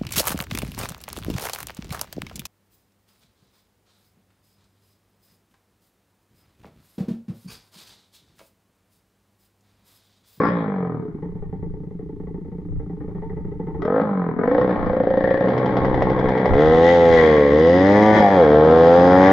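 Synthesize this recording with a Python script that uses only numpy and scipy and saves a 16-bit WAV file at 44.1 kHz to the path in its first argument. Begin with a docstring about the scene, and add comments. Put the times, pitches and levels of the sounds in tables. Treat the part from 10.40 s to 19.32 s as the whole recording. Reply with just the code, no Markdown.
"""A small two-stroke motorbike on a country road is blipped: one puff per crank turn excites the
resonances of its exhaust, while a scrubby hillside scatters the sound and a breeze buffets the microphone.
It sinks to a stumbling idle, where lone firings thump the cooled pipe, and is blipped twice more. It creeps
off with skipped firings and cracks of unburnt mixture, then pulls hard through a gear change, coming nearer."""
import sys
import numpy as np
from scipy import signal
from scipy.fft import rfft, irfft, next_fast_len
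from scipy.io import wavfile
from scipy.ndimage import uniform_filter1d, minimum_filter1d, map_coordinates

SR = 44100
rng = np.random.default_rng(int(sys.argv[2]) if len(sys.argv) > 2 else 0)


def inscribe(sig):
    """Save sig as 16-bit PCM at rate SR to the path in sys.argv[1].

    A 1-D sig is mono; a 2-D sig holds one channel per row.
    Samples are clipped to [-1, 1] before scaling.
    """
    pcm = np.round(np.clip(np.atleast_2d(sig).T, -1, 1) * 32767)
    wavfile.write(sys.argv[1], SR, pcm.astype(np.int16))


N = 393372
TIME = np.arange(N) / SR


def amp(db):
    """Amplitude ratio of a level in decibels."""
    return 10 ** (np.asarray(db) / 20)

def unit(x):
    """Normalisation to rms 1."""
    return x / np.sqrt(np.mean(x ** 2) + 1e-20)

def along(points, hz):
    """Interpolation of (f/Hz, value) points on a logarithmic frequency axis."""
    f, values = np.transpose(points)
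    return np.interp(np.log(hz + 1), np.log(f + 1), values)

def curve(points):
    """Linear interpolation of (t/s, value) points at every sample."""
    return np.interp(TIME, *np.transpose(points))

def bump(s, width):
    """Gaussian window of height 1 around time s."""
    bell = np.zeros(N)
    near = np.arange(max(0, int((s - 4 * width) * SR)), min(N, int((s + 4 * width) * SR)))
    bell[near] = np.exp(-((near / SR - s) / width) ** 2)
    return bell

def wobble(rate):
    """Random modulation: a spline through rate knots a second."""
    return map_coordinates(rng.standard_normal(int(N * rate / SR) + 4), [TIME * rate])

def lagging(x, lag):
    """First-order relaxation towards x, with a time constant of lag seconds."""
    keep = np.exp(-1 / (lag * SR))
    return x[..., :1] + signal.lfilter([1 - keep], [1, -keep], x - x[..., :1])

def filtered(x, response):
    """Linear filtering: the spectrum of x times a complex frequency response."""
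    size = next_fast_len(N + SR // 2, True)
    gain = response(np.fft.rfftfreq(size, 1 / SR)).astype(np.complex64)
    return irfft(rfft(x.astype(np.float32), size) * gain, size).astype(float)[..., :N]

def coloured(x, points):
    """Zero-phase filtering by (f/Hz, gain/dB) points."""
    return filtered(x, lambda hz: amp(along(points, hz)))

def lowpass(x, edge_hz, order):
    """Zero-phase low-pass, falling 6 dB per octave for each order."""
    return filtered(x, lambda hz: 1 / (1 + (hz / edge_hz) ** order))

def resonate(x, modes, sign=-1):
    """Superposition of (f/Hz, width/Hz, gain/dB) modes; sign 1 leaves notches between, -1 fills them."""
    return filtered(x, lambda f: 1j * f * sum(sign ** k * amp(db) * w / (hz * hz - f * f + 1j * f * w)
                                              for k, (hz, w, db) in enumerate(modes)))

def impulses(times, sizes):
    """Impulse train, each impulse shared between its two nearest samples."""
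    at = np.clip(times * SR, 0, N - 2)
    i = at.astype(int)
    return np.bincount(i, sizes * (1 - at + i), N) + np.bincount(i + 1, sizes * (at - i), N)


# twists of the grip: open t/s, shut t/s, throttle 0-1, loss of every second firing 0-1,
# boom gain/dB, pipe gain/dB, treble gain/dB
GRIP_TWISTS = [(-.05, 0.088, 0.5, 0.2, 3.5, 2.5, 5.5), (3.39, 3.602, 0.72, 0, -1, 4, 3.5),
               (3.964, 4.196, 0.6, 0.58, -1, 7, 2), (4.208, 4.296, 0.8, 0.5, 3, -1, -1),
               (4.286, 4.431, 0.3, 0.2, -5, -6, 1), (4.446, 5.002, 0.62, 0.62, -2.5, 5, -1.5),
               (5.017, 5.029, 1, 0, 8, 23.5, -7), (5.036, 6.136, 0.55, 0.1, -1, -3, -0.5),
               (6.106, 7.73, 0.88, 0, -2.5, 1, -1.5), (7.703, 7.81, 0.6, 0.2, -3.5, 6, -1.5),
               (7.802, 7.9, 0.66, 0.6, -10, 0, 0), (7.9, 9, 0.88, 0, -2.5, 0.5, -1)]

def grip():
    """Step input: each twist holds its settings from opening to shutting; in between all are zero."""
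    held = np.zeros((len(GRIP_TWISTS[0]) - 2, N))
    for opened, shut, *settings in GRIP_TWISTS:
        held[:, (TIME >= opened) & (TIME < shut)] = np.array(settings)[:, None]
    return held

# crank speed: t/s, speed/(turns/s)
CRANK_SPEED = [(0, 54.3), (.1, 60.6), (.2, 56.6), (.3, 49.6), (.55, 39.7), (.75, 30.5), (1.2, 29.3),
               (3.33, 25.2), (3.38, 21.2), (3.5, 46.2), (3.58, 56.65), (3.75, 47.3), (3.97, 37.95),
               (4.1, 55.05), (4.2, 63.3), (4.28, 62.6), (4.38, 57.95), (4.6, 57.65), (5.0, 60.3),
               (5.1, 63.5), (6.1, 64), (6.21, 76.2), (6.44, 84.5), (6.51, 86.6), (6.72, 83.3), (6.84, 79.4),
               (7.04, 71.5), (7.09, 70.5), (7.35, 90), (7.51, 100.5), (7.65, 107.2), (7.79, 106.8),
               (7.86, 99.3), (7.94, 96.5), (8.01, 84), (8.06, 72.7), (8.31, 80.1), (8.92, 96.4)]

def running(flywheel_s=.051, grip_lag_s=.021, cool_below=42.5, cool_range=12):
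    """Inertia smooths crank speed and throttle; below cool_below turns/s the unloaded pipe cools."""
    speed = uniform_filter1d(curve(CRANK_SPEED), int(flywheel_s * SR), mode="nearest")
    opening, skip = np.clip(grip()[:2], 0, 1)
    throttle = lagging(opening, grip_lag_s)
    cool = np.clip((cool_below - speed) / cool_range, 0, 1) * (1 - throttle)
    return surging(speed), throttle, skip, cool

def crank_turns(speed, start_turn=.21):
    """Phase is the integral of speed; at idle it slips so that every pop falls on a whole turn."""
    turns = start_turn + np.cumsum(speed) / SR
    popped = np.array(IDLE_FIRINGS + SHARP_FIRINGS[:1])[:, 0]
    free = np.interp(popped, TIME, turns)
    slip = np.cumsum(np.round(np.diff(free, prepend=0))) - free
    return turns + np.interp(TIME, [popped[0] - .1, *popped], [0, *slip])

def firings(turns, rough, skip, jitter_s=.00012, spread_db=3):
    """Period doubling: one puff per turn, but poor scavenging weakens every second one."""
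    stroke = np.arange(int(turns[-1]) + 1)
    at = np.searchsorted(turns, stroke).clip(0, N - 1)
    luck = rng.standard_normal((len(stroke), 2))
    times = np.interp(stroke, turns, TIME) + jitter_s * rough[at] * luck[:, 0]
    opened = np.array(GRIP_TWISTS)[:, 0]
    first = np.searchsorted(times, opened)[np.searchsorted(opened, times) - 1]  # of the latest twist
    caught = 1 - skip[at] * ((stroke - first) % 2)
    return impulses(times, amp(spread_db * rough[at] * luck[:, 1]) * caught)

# crank harmonics that ring out for a while: t/s, half-width/s, order, gain
RINGING_ORDERS = [(.16, .1, 3, 1.3), (.12, .12, 5, 1), (.18, .08, 7, .9), (.3, .2, 4, 1), (.62, .2, 3, 1.5),
                  (.65, .15, 4, 1), (3.55, .06, 5, 1.5), (3.82, .14, 4, 1.5), (4.12, .08, 5, 1.8),
                  (3.53, .06, 9, .7), (4.08, .07, 9, .7), (4.19, .06, 8, .8), (5.6, .55, 2, 1.8),
                  (5.6, .55, 4, .6), (5.6, .55, 5, .5), (5.6, .55, 6, 1.3), (5.6, .55, 7, .8),
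                  (6.55, .3, 10, 1.2), (6.5, .25, 9, 1.1), (6.5, .08, 23, 1.2), (6.8, .12, 24, 1.2),
                  (7.2, 1.0, 1, .8), (7.72, .08, 14, 2), (7.76, .07, 17, 2), (7.855, .045, 7, 2.6),
                  (7.85, .045, 8, 3.2), (8.6, .35, 9, .6)]

def chamber_song(speed, turns, chamber_hz=485, width_hz=76):
    """Resonance: the sixth harmonic swells as it passes the chamber's pitch; others ring at set times."""
    sixth = 1.15 * np.exp(-((6 * speed - chamber_hz) / width_hz) ** 2)
    rings = sum(gain * bump(s, width) * np.cos(2 * np.pi * order * turns)
                for s, width, order, gain in RINGING_ORDERS)
    return 2 * speed / SR * (sixth * np.cos(12 * np.pi * turns) + rings)

def turbulence(puffs, life):
    """Jet noise: a stereo burst in proportion to each puff, its power decaying in life seconds."""
    keep = np.exp(-1 / (life * SR))
    power = signal.lfilter([1 - keep], [1, -keep], puffs ** 2)
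    mid, side = rng.standard_normal((2, N))
    side = coloured(side, [(500, -19), (1000, -18), (2000, -5.5), (4000, -6)])
    return np.sqrt(np.abs(power)) * np.array([mid + side, mid - side])

# exhaust resonances: f/Hz, width/Hz, open-throttle gain/dB, shut-throttle gain/dB
HOT_MODES = [(81, 36, -20.5, -33), (211.6, 23, -11, 8), (303, 110, -5.5, 0.5), (527.5, 50.7, 11, 13.5),
             (711, 68, 6, -22), (861.6, 17, -5, 5), (1094, 45, -8.5, -4.5), (1417, 210, -6, -9.5),
             (1658, 130, 0.5, -13), (1843, 110, -0.5, -14.5), (3240, 240, -47, -37.5),
             (4770, 640, -18.5, -44)]
# tuning by gas temperature: speed/(turns/s), pitch factor
HEAT_TUNING = [(28, .83), (42, .95), (60, 1.03), (80, 0.968), (108, 1.076)]

def hot_pipe(gas, speed, throttle, cool, shut_drop=.09, cooling_s=.1):
    """Sound travels faster in hotter gas, so all the pipe's modes shift together with revs and load."""
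    heat = np.interp(speed, *np.transpose(HEAT_TUNING))
    heat *= 1 - shut_drop * lagging(1 - throttle, cooling_s)
    # steady modes on a clock that runs at the rate heat are gliding modes in real time
    clock, n = np.cumsum(heat), np.arange(N)
    back = np.interp(n, clock, n)
    modes, rung = np.array(HOT_MODES), 0
    for share, gain_column in [(throttle, 2), (.5 * (1 - throttle - cool), 3)]:
        warped = np.array([np.interp(back, n, side) for side in gas * share]) * (n < clock[-1])
        rung = rung + resonate(warped, modes[:, [0, 1, gain_column]], sign=1)
    return np.array([map_coordinates(side, [clock], mode="nearest") for side in rung])

# tones that build up slowly: f/Hz, width/Hz
SLOW_MODES = [(330, 220), (530, 260), (560, 400), (760, 220), (1050, 260), (1400, 400), (1800, 200),
              (2050, 220), (3400, 300), (5000, 400)]

def building(x):
    """All-pass group delay: the pipe's tones lag the wave front, taking a few round trips to build."""
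    def lag(f):
        pole = np.prod([1 - (f / hz) ** 2 + 1j * f * width / hz ** 2 for hz, width in SLOW_MODES], axis=0)
        return np.conj(pole) / pole
    return filtered(x, lag)

# flaring resonances: t/s, half-width/s, f/Hz, width/Hz, gain/dB
SHELL_FLARES = [(0.039, 0.044, 1110, 88, 21.5), (0.077, 0.032, 1365, 77, 4), (0.06, .12, 5120, 210, 16),
                (.2, 0.068, 3600, 500, 16), (2.6, 0.017, 1800, 110, 12.5), (3.4, 0.016, 2380, 100, 8),
                (3.9, 0.022, 1000, 120, 4), (3.569, 0.14, 1300, 110, 3.5), (5.601, 0.3, 930, 231, 8),
                (2.9, 0.021, 1700, 250, 8.5), (4.0, 0.3, 5600, 70, 15.5), (4.75, 0.27, 720, 130, 0.5),
                (4.1, 0.6, 215, 36, 3.5), (4.879, 0.12, 1820, 150, 13.5), (6.8, 0.69, 1990, 160, 10.5),
                (6.98, 0.18, 1100, 120, 13), (5.9, 0.57, 3400, 370, -2), (7.55, 0.42, 4900, 240, 7.5),
                (8.65, 0.25, 4950, 250, 6)]

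def flaring(x):
    """Narrow-band resonance: single modes of the pipe and its steel shell stand out for a moment."""
    return x + sum(amp(db) * signal.lfilter(*signal.iirpeak(hz, hz / width_hz, SR), x * bump(s, width))
                   for s, width, hz, width_hz, db in SHELL_FLARES)

def baffles(x, life=.011, scatter_db=-9):
    """Early reflections from baffles and road trail each puff and shift as the bike moves."""
    t = np.arange(SR // 25) / SR
    trails = rng.standard_normal((2, len(t))) * np.exp(-t / life)
    shift = wobble(3)
    late = sum(share * signal.oaconvolve(x, trail[None] / np.linalg.norm(trail), axes=1)[:, :N]
               for share, trail in zip([np.cos(shift), np.sin(shift)], trails))
    tone = [(200, -6), (500, -2), (1000, 2), (2200, 4), (3500, 1), (5200, -5), (8000, -2)]
    return x + amp(scatter_db) * coloured(late, tone)

# combustion, most ragged on part throttle: throttle 0-1, roughness 0-1
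COMBUSTION_ROUGHNESS = [(0, .14), (.5, .42), (.7, .09), (1, .11)]
# spectrum of the gas jet: f/Hz, gain/dB
JET_TONE = [(100, -14), (500, -17), (1000, -12), (2000, -9), (4000, 6)]
# transmission of the silencer: f/Hz, gain/dB
SILENCER_TONE = [(2200, 6.5), (2600, -7), (3200, 1.5), (5000, -13.5), (6500, -17.5), (7500, -27.5),
                 (9000, -41), (14000, -37.5)]

def exhaust(speed, throttle, skip, cool, idle_roughness=.25):
    """Source and filter: pressure steps (low tones) and jet turbulence (treble) ring the pipe."""
    rough = np.interp(throttle, *np.transpose(COMBUSTION_ROUGHNESS)) + idle_roughness * cool
    turns = crank_turns(speed)
    puffs = firings(turns, rough, skip)
    step_tone = [(500, -28), (1000, -23), (2200, -27.5), (3500, -17.5), (7000, -19)]
    step = coloured(puffs + chamber_song(speed, turns), step_tone)
    gas = step + rough * coloured(turbulence(puffs, life=.005), JET_TONE)
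    rung = resonate(gas * cool * .5, COOL_MODES) - hot_pipe(gas, speed, throttle, cool)
    radiated = rung - lowpass(rung, edge_hz=54, order=6)  # an open pipe radiates no deep bass
    return coloured(baffles(flaring(building(radiated))), SILENCER_TONE)

# the five registers on open throttle: speed/(turns/s), then level/dB of boom, pipe, bark, rasp, hiss
OPEN_LEVELS = [(41, -22.5, -21, -29.5, -41.5, -72.5), (63.85, -21, -16.5, -26, -36, -53),
               (74.7, -14, -17.5, -21.5, -30, -41.5), (86.3, -17, -13.5, -19, -35, -41),
               (89, -14, -18, -18.5, -33, -42), (104, -12.5, -20.5, -16, -28.5, -41)]
# change with the throttle shut, per register: gain/dB
SHUT_GAINS = [1.5, -14.5, -2, -9.5, -3.5]
# growth as the bike nears, per register: rate/(dB/s)
APPROACH_RATES = [0.72, 1, 0.94, 0.93, 0.11]
# weak puffs between the idle pops, per register: level/dB
IDLE_LEVELS = [-34, -57, -63.5, -78, -91]
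# response to a change of treble, per register: share 0-1
TREBLE_SHARES = [0.22, 0.1, 1, 0.85, 0.26]
# treble at idle, of which puffs and pops each take a share: t/s, gain/dB
IDLE_BRIGHTNESS = [(.8, 12.5), (1.15, -5), (2.45, 4.5), (2.72, 16.5), (3.15, 5.5), (3.38, 23)]

def register_levels(speed, cool, lag_s=.055, idle_share=.52):
    """Band levels follow speed, load and nearness, and sink to their idle values as the pipe cools."""
    throttle, _, boom_db, pipe_db, treble_db = lagging(grip(), lag_s)
    speeds, *open_db = np.transpose(OPEN_LEVELS)
    pulling = np.array([np.interp(speed, speeds, db) for db in open_db])
    pulling += np.outer(SHUT_GAINS, 1 - throttle)
    pulling += np.outer(APPROACH_RATES, TIME - 6)  # 0 dB at 6 s
    pulling += np.outer(TREBLE_SHARES, treble_db)
    pulling[:2] += [boom_db, pipe_db]
    idling = np.array(IDLE_LEVELS)[:, None] + idle_share * np.outer(TREBLE_SHARES, curve(IDLE_BRIGHTNESS))
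    return (1 - cool) * pulling + cool * idling

def swell(x, db, window_s=.1):
    """Envelope shaping: the slow rms level of x becomes db, while its single puffs survive."""
    size = int(window_s * SR)
    power = uniform_filter1d(uniform_filter1d(np.mean(x ** 2, 0), size), size)
    return x * amp(db) / np.sqrt(np.abs(power) + 1e-20)

# brief swells and dips of the rasp: t/s, half-width/s, gain/dB
RASP_CHANGES = [(0.059, 0.1, 8), (0.251, 0.22, 5.5), (3.95, 0.18, 7.5), (4.9, 0.15, 10), (5.949, 0.12, 5.5),
                (6.495, 0.066, 10), (6.79, 0.1, 9), (7.158, 0.027, -3.5), (7.359, 0.11, 2),
                (7.767, 0.051, 6.5), (8.2, 0.18, -6), (8.868, 0.064, 5)]
# brief swells and dips of the bark: t/s, half-width/s, gain/dB
BARK_CHANGES = [(0.062, 0.11, 4.5), (6.599, 0.29, 0), (7.251, 0.36, -7), (7.84, .06, 1.5)]
# weight of the top treble within the hiss: t/s, gain/dB
FIZZ_GAIN = [(.1, -16), (4.05, -15.5), (4.5, -8), (5.9, -2.5), (6.5, 5), (7.1, 1), (7.5, 5), (7.95, 3.5),
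             (8.2, -2.5), (8.6, 4.5)]

def engine(hiss_follows=.57, fizz_hz=5400):
    """Spectral balance: speed and load shift the weight between five bands of the exhaust's sound."""
    speed, throttle, skip, cool = running()
    rest, out = exhaust(speed, throttle, skip, cool), 0
    boom_db, pipe_db, bark_db, rasp_db, hiss_db = register_levels(speed, cool)
    swell_db = sum(db * bump(s, width) for s, width, db in RASP_CHANGES)
    rasp_db += swell_db
    hiss_db += hiss_follows * swell_db
    bark_db += sum(db * bump(s, width) for s, width, db in BARK_CHANGES)
    for edge_hz, level_db in [(432.3, boom_db), (596, pipe_db), (1307, bark_db), (2440, rasp_db)]:
        register = lowpass(rest, edge_hz, order=20)
        out = out + swell(register, level_db)
        rest = rest - register
    fizz = rest - lowpass(rest, fizz_hz, order=20)
    return out + swell(rest + (amp(curve(FIZZ_GAIN)) - 1) * fizz, hiss_db)

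# reverberation time of the hillside: f/Hz, T60/s
HILL_DECAY = [(150, 1), (500, 1), (2000, 0.99), (8000, 0.0063)]
# strength of its answer: f/Hz, gain/dB
HILL_TONE = [(150, -24), (500, -26), (900, -19), (1800, -11), (4000, -7)]

def hillside(x):
    """Diffuse scattering: rocks and scrub return a short tail, different at each ear."""
    hz, t, noise = signal.stft(rng.standard_normal((2, SR // 2)), SR, nperseg=256)
    decay = amp(-60 * t / along(HILL_DECAY, hz)[:, None])
    tail = signal.istft(noise * decay, SR, nperseg=256)[1]
    return coloured(signal.fftconvolve(x, tail / np.linalg.norm(tail[0]), axes=1)[:, :N], HILL_TONE)

# spectrum of the buffeting: f/Hz, relative level/dB
BUFFET_TONE = [(15, 0.5), (40, -0.5), (75, 0.5), (120, -3), (250, -47.5), (600, -58.5), (2000, -100)]
# gusts: t/s, half-width/s, relative level/dB
WIND_GUSTS = [(1.0, 0.23, -39), (1.301, 0.13, -39), (1.9, 0.48, -42), (2.36, 0.079, -31),
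              (2.978, 0.38, -36.5), (3.371, 0.069, -39), (4.139, 0.15, -42), (4.45, 0.086, -30),
              (4.802, 0.2, -38.5), (5.573, 0.21, -29.5), (5.872, 0.054, -33), (6.131, 0.037, -22),
              (6.301, 0.14, -32.5), (6.731, 0.1, -32)]
# spectrum of the faint hiss: f/Hz, relative level/dB
HISS_TONE = [(100, 0), (1000, 16.5), (3000, 7.5), (8000, -0.5), (14000, -4)]
# course of that hiss: t/s, relative level/dB
HISS_LEVEL = [(.4, -79), (3.4, -77), (4.1, -104), (8.8, -110)]

def breeze(calm_db=-61.5, buffet_db=3.5, air_db=3, unshared=2.7):
    """Turbulent pressure: lumps of wind strike each microphone port differently, over a faint hiss."""
    rumble = coloured(rng.standard_normal(N) + unshared * rng.standard_normal((2, N)), BUFFET_TONE)
    wind = amp(calm_db) + sum(amp(db) * bump(s, width) for s, width, db in WIND_GUSTS)
    buffet = amp(buffet_db) * wind * unit(rumble * amp(.87 * wobble(19)))
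    air = unit(coloured(rng.standard_normal(N) + .3 * rng.standard_normal((2, N)), HISS_TONE))
    return buffet + amp(curve(HISS_LEVEL) + air_db) * air

# lone firings at idle: t/s, relative level/dB
IDLE_FIRINGS = [(0.82, -23), (0.949, -26), (1.019, -22), (1.123, -21), (1.223, -21.5), (1.334, -28),
                (1.43, -27), (1.505, -29), (1.588, -24), (1.688, -28.5), (1.796, -25.5), (1.867, -24),
                (1.939, -24), (2.045, -30), (2.114, -27.5), (2.179, -30), (2.282, -34.5), (2.392, -25.5),
                (2.493, -29), (2.602, -27.5), (2.676, -28.5), (2.745, -27), (2.817, -24.5), (2.893, -28),
                (2.962, -25.5), (3.043, -28.5), (3.111, -26), (3.192, -24.5), (3.265, -22.5), (3.341, -28)]
# resonances of the cool pipe: f/Hz, width/Hz, gain/dB
COOL_MODES = [(170.9, 15, 9), (298.4, 20, 0), (427, 82.6, 2), (455, 107, -4), (756, 70, -13),
              (900, 13, -7.5), (1030, 160, -38), (1350, 50, -46), (1850, 180, -26.5), (2180, 120, -44),
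              (3560, 700, -53.5)]

def idle_pops(gain_db=38, soft_hz=450, treble_share=.6):
    """Impulse response: at idle the charge catches only every few turns and thumps the cool pipe."""
    s, db = np.transpose(IDLE_FIRINGS)
    puffs = impulses(s + .0014, amp(db + gain_db))
    push = filtered(puffs, lambda hz: 1 / (1 + 1j * hz / soft_hz) ** 2)
    gas = turbulence(puffs * amp(treble_share * curve(IDLE_BRIGHTNESS)), life=.012)
    jet_tone = [(150, -11), (450, -3.5), (650, -10), (900, -7.5), (1500, -17), (4000, -25.5), (9000, -16)]
    rung = flaring(building(resonate(push + coloured(gas, jet_tone), COOL_MODES)))
    return coloured(baffles(rung, life=.014, scatter_db=-5), SILENCER_TONE)

# sharp firings as the throttle opens and while the bike creeps: t/s, relative level/dB
SHARP_FIRINGS = [(3.42, -24), (3.45, -24), (5.084, -16.5), (5.178, -14), (5.258, -15.5), (5.368, -12),
                 (5.447, -14), (5.543, -17), (5.621, -11), (5.698, -18), (5.79, -18), (5.886, -14.5),
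                 (5.976, -17), (6.057, -11.5), (6.135, -13.5)]
# broad resonances of a crack: f/Hz, width/Hz, gain/dB
CRACK_MODES = [(650, 230, 2), (1100, 840, -10.5), (1950, 150, -7), (3250, 910, -17.5), (5200, 870, -12)]

def cracks(gain_db=28, rough=.88, soft_hz=3000):
    """Shock excitation: unburnt mixture goes off on a light throttle and rings heavily damped modes."""
    s, db = np.transpose(SHARP_FIRINGS)
    puffs = impulses(s + .00025, amp(db + gain_db))
    push = filtered(puffs, lambda hz: 1 / (1 + 1j * hz / soft_hz) ** 3)
    gas = push + rough * turbulence(puffs, life=.005)
    return coloured(resonate(gas, CRACK_MODES), SILENCER_TONE)

def surging(speed, sag_per_s=.9, kick_s=.012):
    """Angular impulse: while the bike creeps, each crack kicks the crank, which slows until the next."""
    kicks = [s for s, db in SHARP_FIRINGS[2:]]
    for kick, following in zip(kicks, kicks[1:]):
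        between = (TIME >= kick) & (TIME < following)
        speed = speed * (1 - sag_per_s * (TIME - (kick + following) / 2) * between)
    return uniform_filter1d(speed, int(kick_s * SR), mode="nearest")

# level difference between the ears: f/Hz, left minus right/dB
EAR_DIFFERENCE = [(100, -1), (330, 0.65), (510, 0.5), (800, 1), (1200, 2), (1860, 10), (2850, 0),
                  (6000, 2.5)]

def scene():
    """Superposition of bike, hillside and breeze; a level difference sets the rasp to the left."""
    bike = engine() + idle_pops() + cracks()
    heard = filtered(bike + hillside(bike), lambda hz: amp(np.outer([.5, -.5], along(EAR_DIFFERENCE, hz))))
    return heard + breeze()

def record(dry, ceiling=.98, limit_s=.004, top_hz=14500):
    """Peak limiting and band limiting: a smooth gain holds peaks down, and the top treble is cut."""
    size = int(limit_s * SR)
    needed = ceiling / np.maximum(np.abs(dry).max(0), ceiling)
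    held = minimum_filter1d(needed, 2 * size + 1)
    gain = uniform_filter1d(uniform_filter1d(held, size), size)
    return filtered(dry * gain, lambda hz: hz < top_hz)


dry = scene()
out = record(dry)
inscribe(out)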